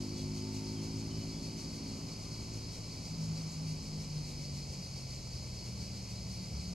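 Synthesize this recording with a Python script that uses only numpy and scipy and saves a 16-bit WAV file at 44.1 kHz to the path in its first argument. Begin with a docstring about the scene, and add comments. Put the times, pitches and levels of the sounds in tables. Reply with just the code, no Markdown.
"""Cicadas rasp in trees along a river throughout: a close one chirps about seven times a second over a far chorus.
From the start a distant engine drones under throttle, beating against a steadier one, over river and tyre noise.
A small bird chips in the first second and a half; a thin engine whine is gone by about two seconds.
By three seconds the throttle has eased and the drone sinks in pitch to the end; the tyre rush fades late.
Clicks make the near cicadas, harmonics the engines, shaped noise the rest; two close microphone ports hear it."""
import sys
import numpy as np
from scipy import signal
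from scipy.fft import rfft, irfft
from scipy.io import wavfile

SR = 44100
rng = np.random.default_rng(int(sys.argv[2]) if len(sys.argv) > 2 else 0)


def dump_mix(stems):
    """Bounce the given channels to the path in sys.argv[1] as a 16-bit WAV at rate SR."""
    frames = np.atleast_2d(stems).T  # one column per channel
    limited = np.clip(frames, -1, 1)  # hard clip at full scale
    pcm = np.round(limited * 32767).astype(np.int16)
    wavfile.write(sys.argv[1], SR, pcm)


N = 297234
TIME = np.arange(N) / SR
HZ = np.fft.rfftfreq(N, 1 / SR)


def gain_of(db):
    """Decibels to amplitude."""
    return 10 ** (np.asarray(db) / 20)


def evened(x):
    """Scales to rms 1."""
    return x / np.sqrt(np.mean(x ** 2) + 1e-20)


def curve(rows):
    """A time table at every sample."""
    return np.interp(TIME, *np.transpose(rows))


def read(points):
    """A frequency table at every bin, on a log axis."""
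    f, value = np.transpose(points)
    return np.interp(np.log(HZ + 1), np.log(f), value)


def drift(rate_hz, size=16384):
    """Slow chance of rms 1, up to about rate_hz."""
    hz = np.fft.rfftfreq(size, TIME[-1] / size)
    spectrum = rfft(rng.standard_normal(size))
    slow = irfft(spectrum / (1 + (hz / rate_hz) ** 4))
    return evened(np.interp(TIME, np.linspace(0, TIME[-1], size), slow))


def white_pair():
    """Two unrelated white noises."""
    return rng.standard_normal((2, N))


def ports(pair, colour, likeness, lead_rad=0):
    """Colours two unrelated signals and blends them into what the left and right ports hear, rms 1."""
    a, b = rfft(pair) * gain_of(read(colour))
    same = np.clip(read(likeness), 0, 1)
    blend = same * a + np.sqrt(1 - same ** 2) * b
    right = blend * np.exp(-1j * lead_rad)
    return evened(irfft(np.array([a, right]), N))


def foliage(x, t60_s, direct, count=6):
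    """A direct path plus scatter from swaying leaves, its echo pattern always changing; two copies."""
    t = TIME[:SR // 3]
    tails = rng.standard_normal((count, 2, len(t))) * 10 ** (-3 * t / t60_s)
    tails /= np.linalg.norm(tails, axis=2, keepdims=True)
    shares = np.array([drift(4.8) for _ in tails])
    shares /= np.linalg.norm(shares, axis=0)
    out = np.zeros((2, N))
    for share, tail in zip(shares, tails):
        out += signal.oaconvolve((x * share)[None], tail, axes=1)[:, :N]
    # only the first copy holds the direct path
    return np.array([evened(out[0] + direct * x), evened(out[1])])


def tymbals(effort, clicks_hz, jitter, rasp_db, rasp_hz):
    """A quick, uneven run of clicks from buckling ribs, as strong as the effort and bunched into a rasp."""
    turns = np.cumsum(clicks_hz * (1 + jitter * drift(200))) / SR
    clicks = np.diff(np.floor(turns), prepend=0)
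    return effort * gain_of(rasp_db * drift(rasp_hz)) * clicks


# Likeness of the ports. Each row: frequency in Hz, likeness 0-1.
CICADA_LIKENESS = [(1800, .5), (2300, .74), (2900, .99), (4000, .98), (5400, .9), (5770, .98), (6100, .89),
                   (7500, .83), (10500, .6), (11200, 1)]
# Phase lead of the left port. Each row: frequency in Hz, lead in radians.
CICADA_LEAD = [(2000, .5), (2500, -.05), (4000, -.05), (4350, -.5), (5550, -1.1), (5770, -3.1),
               (5880, -4.5), (6200, -6.2), (6900, -7.7), (8300, -8.6), (10700, -7.3), (11200, -2 * np.pi)]


def cicada_ports(pair, colour):
    """Stereo image of the cicadas: likeness and phase by frequency, the ports alike at the very top."""
    return ports(pair, colour, CICADA_LIKENESS, read(CICADA_LEAD))


# Close cicada, nearly even with a hitch now and then. Each row: mark in seconds, relative level in dB.
CHIRPS = [(.039, 0.5), (.2, 3.5), (.384, 4), (.565, 4.5), (.692, 1.5), (.846, 2.5), (.995, -0.5),
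          (1.09, -6.5), (1.214, 0), (1.321, -1.5), (1.457, 2.5), (1.611, 4.5), (1.755, 2.5), (1.893, 0),
          (1.99, -2), (2.112, -0.5), (2.24, -0.5), (2.353, -1.5), (2.44, -4.5), (2.56, 1.5), (2.756, 3.5),
          (2.943, -0.5), (3.078, 1.5), (3.236, 2), (3.395, 2), (3.53, 2), (3.7, 2.5), (3.861, 0),
          (4.028, 1), (4.17, -2), (4.294, 3), (4.426, 1), (4.575, 2.5), (4.735, 1), (4.859, -0.5),
          (4.988, 1), (5.135, 0.5), (5.36, -1), (5.47, -4.5), (5.563, -3), (5.675, 1), (5.833, 2.5),
          (5.972, -1), (6.122, 2), (6.33, 3), (6.455, -2), (6.62, -1)]


def chirp_effort(rise_s, fall_s, lead_s):
    """About seven chirps a second, cresting lead_s before the mark, each dying away slower than it swells."""
    effort = np.zeros(N)
    for mark_s, db in CHIRPS:
        t = TIME - mark_s + lead_s
        width_s = np.where(t < 0, rise_s, fall_s)
        effort += gain_of(db) * np.exp(-np.minimum((t / width_s) ** 2, 20))
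    return effort


# The nearest cicada loses least treble on its way. Each row: frequency in Hz, density in dB per Hz.
NEAR_COLOUR = [(1600, -32), (2250, -6.5), (3600, -8.5), (4400, 5), (5300, 1), (6200, 2), (7200, 3.5),
               (8400, -3), (10300, -9.5), (11200, -19.5), (12700, -15.5), (15000, -21)]


def close_cicada():
    """Tymbal clicks in chirps, a direct part within a stronger, short leaf scatter."""
    effort = chirp_effort(rise_s=0.037, fall_s=0.051, lead_s=0.01)
    clicks = tymbals(effort, clicks_hz=901, jitter=.3, rasp_db=0.8, rasp_hz=200)
    return gain_of(-59.5) * cicada_ports(foliage(clicks, t60_s=0.07, direct=0.72), NEAR_COLOUR)


# Colour of the duller chirps. Each row: frequency in Hz, density in dB per Hz.
DULLER_COLOUR = [(1700, -21), (2250, -6), (3000, -19), (3700, -21), (4300, 0), (4850, 2.5), (5100, -14),
                 (5450, 2.5), (7000, -20), (12000, -32)]


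def duller_chirps():
    """A duller layer of the same chirps, in step with the close cicada: slower clicks, longer leaf scatter."""
    effort = chirp_effort(rise_s=0.042, fall_s=0.053, lead_s=0.015)
    clicks = tymbals(effort, clicks_hz=419.0, jitter=.4, rasp_db=2, rasp_hz=120)
    return gain_of(-60) * cicada_ports(foliage(clicks, t60_s=0.15, direct=1.0), DULLER_COLOUR)


# Neighbouring cicadas.
# Each row: ring in Hz, width in Hz, chirps per second, clicks per second, level in dB.
NEIGHBOURS = [(4347, 500, 5.1, 470, -62), (4685, 560, 4.7, 560, -59), (4910, 480, 12.5, 510, -60.5),
              (5400, 510, 5.4, 610, -63.5), (6380, 1200, 11, 530, -67)]
NEIGHBOUR_SWING_DB = 4


def neighbour(ring_hz, width_hz, chirps_per_s, clicks_hz, db):
    """One cicada's throbbing clicks, ringing in its hollow abdomen."""
    beat = np.cumsum(chirps_per_s * (1 + 0.202 * drift(3.03))) / SR + rng.random()
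    effort = gain_of(NEIGHBOUR_SWING_DB * np.cos(2 * np.pi * beat))
    clicks = tymbals(effort, clicks_hz, jitter=.3, rasp_db=2, rasp_hz=90)
    ring = signal.iirpeak(ring_hz, ring_hz / width_hz, fs=SR)
    rung = signal.lfilter(*ring, signal.lfilter(*ring, clicks))
    return gain_of(db) * evened(rung)


def neighbours():
    """The neighbours summed, each at its own pitch and beat, scattered by leaves."""
    others = sum(neighbour(*row) for row in NEIGHBOURS)
    flat = [(1, 0)]
    return np.std(others) * cicada_ports(foliage(others, t60_s=.12, direct=1.0), flat)


# Chorus colour from tymbal and hollow abdomen. Each row: frequency in Hz, density in dB per Hz.
CHORUS_COLOUR = [(1500, -60), (1850, -20), (2300, -7), (2700, -13.8), (3100, -13.5), (3600, -19.5),
                 (4300, -4.5), (4750, -1.5), (5200, -2.5), (6200, -8.5), (7200, -7.2), (8300, -14),
                 (10200, -19.5), (13000, -32.5)]


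def chorus():
    """Clicks of many cicadas merged into a hiss: shaped noise."""
    return gain_of(-52.0) * cicada_ports(white_pair(), CHORUS_COLOUR)


# Deeper-voiced, farther cicadas. Each row: frequency in Hz, density in dB per Hz.
DEEP_COLOUR = [(1600, -42), (2050, 0), (2400, -2.5), (2700, -0.5), (3000, -1), (3300, -5), (3700, -9),
               (4300, -34)]
# Each row: time in seconds, level in dB.
DEEP_DB = [(0, -68), (.5, -68), (.9, -66), (1.4, -69.5), (2, -69), (3, -70), (4.5, -71), (6.74, -69)]


def deep_chorus():
    """Lower-pitched shaped noise whose level wanders."""
    return gain_of(curve(DEEP_DB)) * cicada_ports(white_pair(), DEEP_COLOUR)


def cicadas():
    """All singers, close and far."""
    return close_cicada() + duller_chirps() + neighbours() + chorus() + deep_chorus()


def exhaust(firing_hz, levels_db, waver_rad, flutter_db, smear_rad):
    """One puff per firing, as harmonics nearly in step; moving air shakes their phase and strength."""
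    turns = np.cumsum(firing_hz) / SR + rng.random()
    out = np.zeros(N)
    for order, db in enumerate(levels_db, 2):
        offset = smear_rad * rng.standard_normal() + waver_rad * drift(8.0)
        phase = 2 * np.pi * order * turns + offset
        out -= np.sqrt(2) * gain_of(db + flutter_db * drift(15.3)) * np.cos(phase)
    return out


# Single harmonics boom out or fade, several at times together.
# Each row: start in seconds, end in seconds, harmonic number, change in dB.
SWELLS = [(.12, 0.28, 3, 2.5), (.44, 0.623, 3, -3.5), (0.21, .62, 6, -8), (0.47, 0.77, 5, 1),
          (1.27, 2.04, 2, -7.5), (1.62, 3.05, 3, -5), (1.8, 1.99, 5, 4.5), (2.36, 2.926, 2, 5.5),
          (2.353, 2.8, 3, -5), (2.26, 2.67, 7, 5), (2.25, 2.65, 6, 5.5), (2.55, 3.12, 4, -7),
          (4.1, 4.36, 4, -14), (4.28, 4.6, 5, 6), (2.84, 3.24, 5, 4), (3.15, 3.5, 3, 8),
          (2.9, 3.35, 4, 6.5), (3, 3.46, 2, 5), (3.57, 3.777, 3, 8.5), (3.55, 4.097, 5, 6.5),
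          (3.8, 4.077, 4, 6.5), (3.904, 3.99, 3, 9), (4.09, 4.236, 3, 7), (4.41, 4.53, 3, 4.5),
          (5.68, 7, 5, 13.5), (6.22, 6.6, 4, 5), (6.62, 7, 5, 7), (6.3, 7, 6, 9), (6.597, 7, 3, -6)]
SWELL_EDGE_S = 0.11


def swell(order):
    """One harmonic's change in dB, halfway at start and end; the briefest do not reach their full change."""
    change_db = np.zeros(N)
    for start_s, end_s, number, db in SWELLS:
        if round(number) == order:
            inside_s = np.minimum(TIME - start_s, end_s - TIME)
            change_db += db * np.clip(inside_s / SWELL_EDGE_S + .5, 0, 1)
    return change_db


# Engine speed. Each row: time in seconds, firings per second.
FIRING = [(0, 51.0), (.5, 52.4), (1.0, 53.8), (1.4, 54.5), (2.7, 55.0), (3.15, 54.0), (4.0, 51.4),
          (4.5, 48.2), (5.5, 41.2), (6.0, 38.3), (6.74, 35.7)]
# The driver eases off. Each row: time in seconds, throttle 0-1.
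THROTTLE = [(0, 0.97), (.9, 0.92), (1.35, 0.75), (1.85, 0.64), (2.25, 0.29), (2.6, 0.45), (3, 0.07),
            (4.3, 0.29), (5.2, 0.05), (6.74, 0.1)]
# Harmonics from the second upward. Each row: level coasting in dB, level at full throttle in dB.
HARMONICS = [(-55.5, -44.5), (-48.5, -47), (-59.5, -47), (-65.5, -46.5), (-76.5, -52.5), (-75, -51)]


def drone():
    """Exhaust harmonics that brighten with throttle and follow the engine speed."""
    levels_db = []
    for order, (coasting_db, full_db) in enumerate(HARMONICS, 2):
        throttled_db = coasting_db + (full_db - coasting_db) * curve(THROTTLE)
        levels_db.append(throttled_db + swell(order))
    return exhaust(curve(FIRING), levels_db, waver_rad=0.2, flutter_db=1.2, smear_rad=0.81)


# Second engine's speed. Each row: time in seconds, firings per second.
SECOND_FIRING = [(0, 51.06), (3.0, 51.06), (4.0, 49.8), (5.2, 47)]
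# Its harmonics from the second upward. Each entry: level in dB, before the time curve.
SECOND_HARMONICS_DB = [-53.5, -50, -57, -55, -61.5]
# Each row: time in seconds, level change in dB.
SECOND_DB = [(0, -2.5), (.65, -14), (.9, -2.5), (1.9, -1), (2.4, -8.5), (2.8, -11), (3.15, -2), (3.5, -6.5),
             (4.3, -21), (5.2, -20)]


def second_engine():
    """A steadier exhaust close in pitch, so that its harmonics beat with the drone's."""
    levels_db = [db + curve(SECOND_DB) for db in SECOND_HARMONICS_DB]
    return exhaust(curve(SECOND_FIRING), levels_db, waver_rad=0.35, flutter_db=2.0, smear_rad=1.94)


# Likeness of the ports for engine, river and tyre noise. Each row: frequency in Hz, likeness 0-1.
LOW_LIKENESS = [(100, 0.99), (350, 0.98), (540, 0.83), (780, 0.3), (1150, 0.05), (1700, 0.37), (3000, 1),
                (11000, 1)]
# Exhaust rumble. Each row: frequency in Hz, density in dB per Hz.
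RUMBLE_COLOUR = [(20, -41), (31, -28), (38, -6), (45, -4), (60, 4), (76, 4.5), (120, -0.5), (180, 1),
                 (250, -12), (330, -19), (500, -47)]
# Each row: time in seconds, level in dB.
RUMBLE_DB = [(0, -48.5), (1.8, -49.5), (2.6, -47.5), (3.3, -48.5), (4.6, -48), (5.4, -47.5), (6.1, -46),
             (6.74, -45.5)]


def rumble():
    """Low shaped noise of the exhaust."""
    return gain_of(curve(RUMBLE_DB)) * ports(white_pair(), RUMBLE_COLOUR, LOW_LIKENESS)


# Gas roar. Each row: frequency in Hz, density in dB per Hz.
ROAR_COLOUR = [(100, -28), (170, -5), (240, 0), (330, -7), (420, -2.5), (600, -19), (1200, -46)]


def roar():
    """Gas roaring out of the exhaust: noise in proportion to throttle."""
    return gain_of(-58.5) * curve(THROTTLE) * ports(white_pair(), ROAR_COLOUR, LOW_LIKENESS)


THROB_HZ = 36
# Each row: time in seconds, level in dB.
THROB_DB = [(0, -59), (1.2, -57), (2.4, -60), (2.9, -58), (3.4, -65), (3.9, -54), (4.35, -57), (4.7, -68),
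            (5.1, -59), (5.5, -66), (6.74, -73)]


def throb():
    """A low sine under the engines, its phase drifting."""
    phase = 2 * np.pi * THROB_HZ * TIME + 0.99 * drift(5.1)
    return np.sqrt(2) * gain_of(curve(THROB_DB)) * np.sin(phase)


def engine():
    """Both exhausts and the noise beneath, the right port ahead by one phase at every frequency."""
    lead_rad = 0.23
    left, right = drone() + second_engine() + rumble() + roar() + throb()
    return np.array([left, irfft(rfft(right) * np.exp(1j * lead_rad), N)])


# River and valley. Each row: frequency in Hz, density in dB per Hz.
RIVER_COLOUR = [(20, -23), (100, -20), (250, 0), (400, -1), (540, -1), (700, -5), (1000, -8), (1300, -14),
                (1700, -20), (3000, -30), (8000, -43), (15000, -69)]


def river():
    """Soft, wide water noise with a slightly wandering level."""
    level_db = -56.5 + 0.64 * drift(11.5)
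    return gain_of(level_db) * ports(white_pair(), RIVER_COLOUR, LOW_LIKENESS)


# Far tyres. Each row: frequency in Hz, density in dB per Hz.
TYRE_COLOUR = [(200, -2.5), (500, -9), (900, 1), (1200, -2), (1700, -13.5), (3000, -39), (8000, -58)]
# Each row: time in seconds, level in dB.
TYRE_DB = [(0, -65.5), (.7, -63), (1.4, -64.5), (2.3, -63), (3, -66.5), (3.38, -61.5), (3.7, -66.5),
           (4.5, -71.5), (6.74, -72)]


def tyres():
    """A far rush of shaped noise, fading late."""
    return gain_of(curve(TYRE_DB)) * ports(white_pair(), TYRE_COLOUR, LOW_LIKENESS)


WHINE_ORDER = 17  # multiple of the firing rate
# Each row: time in seconds, peak level in dB.
WHINE_DB = [(.1, -72), (.33, -67), (.42, -61), (.7, -60.5), (.77, -67), (1.1, -67), (1.2, -74), (1.8, -75),
            (2.1, -100)]


def whine():
    """A thin engine tone locked to its speed, its phase drifting separately at each port."""
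    phase = 2 * np.pi * WHINE_ORDER * np.cumsum(curve(FIRING)) / SR
    tones = np.array([np.sin(phase + 0.57 * drift(17)) for _ in range(2)])
    return tones * gain_of(curve(WHINE_DB))


# Bird notes.
# Each row: start in seconds, length in seconds, start in Hz, end in Hz, level in dB before the leaf scatter.
BIRD = [(.163, 0.046, 3530, 3360, -61.5), (.368, .028, 3070, 3055, -61), (0.41, 0.029, 3020, 3025, -61),
        (.752, .075, 3480, 3020, -61), (1.093, 0.084, 3110, 2990, -62), (1.165, .028, 3020, 3040, -63),
        (1.205, .036, 3020, 2975, -62), (1.32, .09, 3420, 3445, -64.5)]


def bird():
    """Thin, quavering whistles that glide quickly towards an end pitch, smeared by the trees."""
    song = np.zeros(N)
    for start_s, length_s, start_hz, end_hz, db in BIRD:
        u = np.clip((TIME - start_s) / length_s, 0, 1)
        glide_hz = end_hz + (start_hz - end_hz) * np.exp(-3.5 * u)
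        hz = glide_hz + 15 * drift(71)
        envelope = np.sqrt(abs(np.sin(np.pi * u)))
        song += gain_of(db) * envelope * np.sin(2 * np.pi * np.cumsum(hz) / SR)
    return 1.23 * np.std(song) * foliage(song, t60_s=0.19, direct=2.2)[0]


def scene():
    """Everything heard from the river bank."""
    return cicadas() + engine() + river() + tyres() + whine() + bird()


# Recorder's treble roll-off. Each row: frequency in Hz, gain in dB.
ROLL_OFF = [(12800, 0), (13600, -1.5), (14300, -9), (15000, -8)]
# Colour difference of the ports. Each row: frequency in Hz, left minus right in dB.
PORT_BALANCE = [(60, 1.3), (99, 0.7), (160, 0.5), (270, 0.0), (440, -0.5), (730, 4), (1190, -3.5),
                (1970, 4.5), (3240, -1), (5330, 0.5), (8780, 0.0), (14400, 0)]


def record(dry):
    """The ports' colour, the recorder's soft top and its steep band limit."""
    eased = dry * signal.windows.tukey(N, .002)
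    colour_db = read(ROLL_OFF) + np.outer([.5, -.5], read(PORT_BALANCE))
    soft = irfft(rfft(eased) * gain_of(colour_db), N)
    edge = signal.firwin(1023, 15080, window=("kaiser", 9), fs=SR)
    return signal.oaconvolve(soft, edge[None], "same")


dry = scene()
out = record(dry)
dump_mix(out)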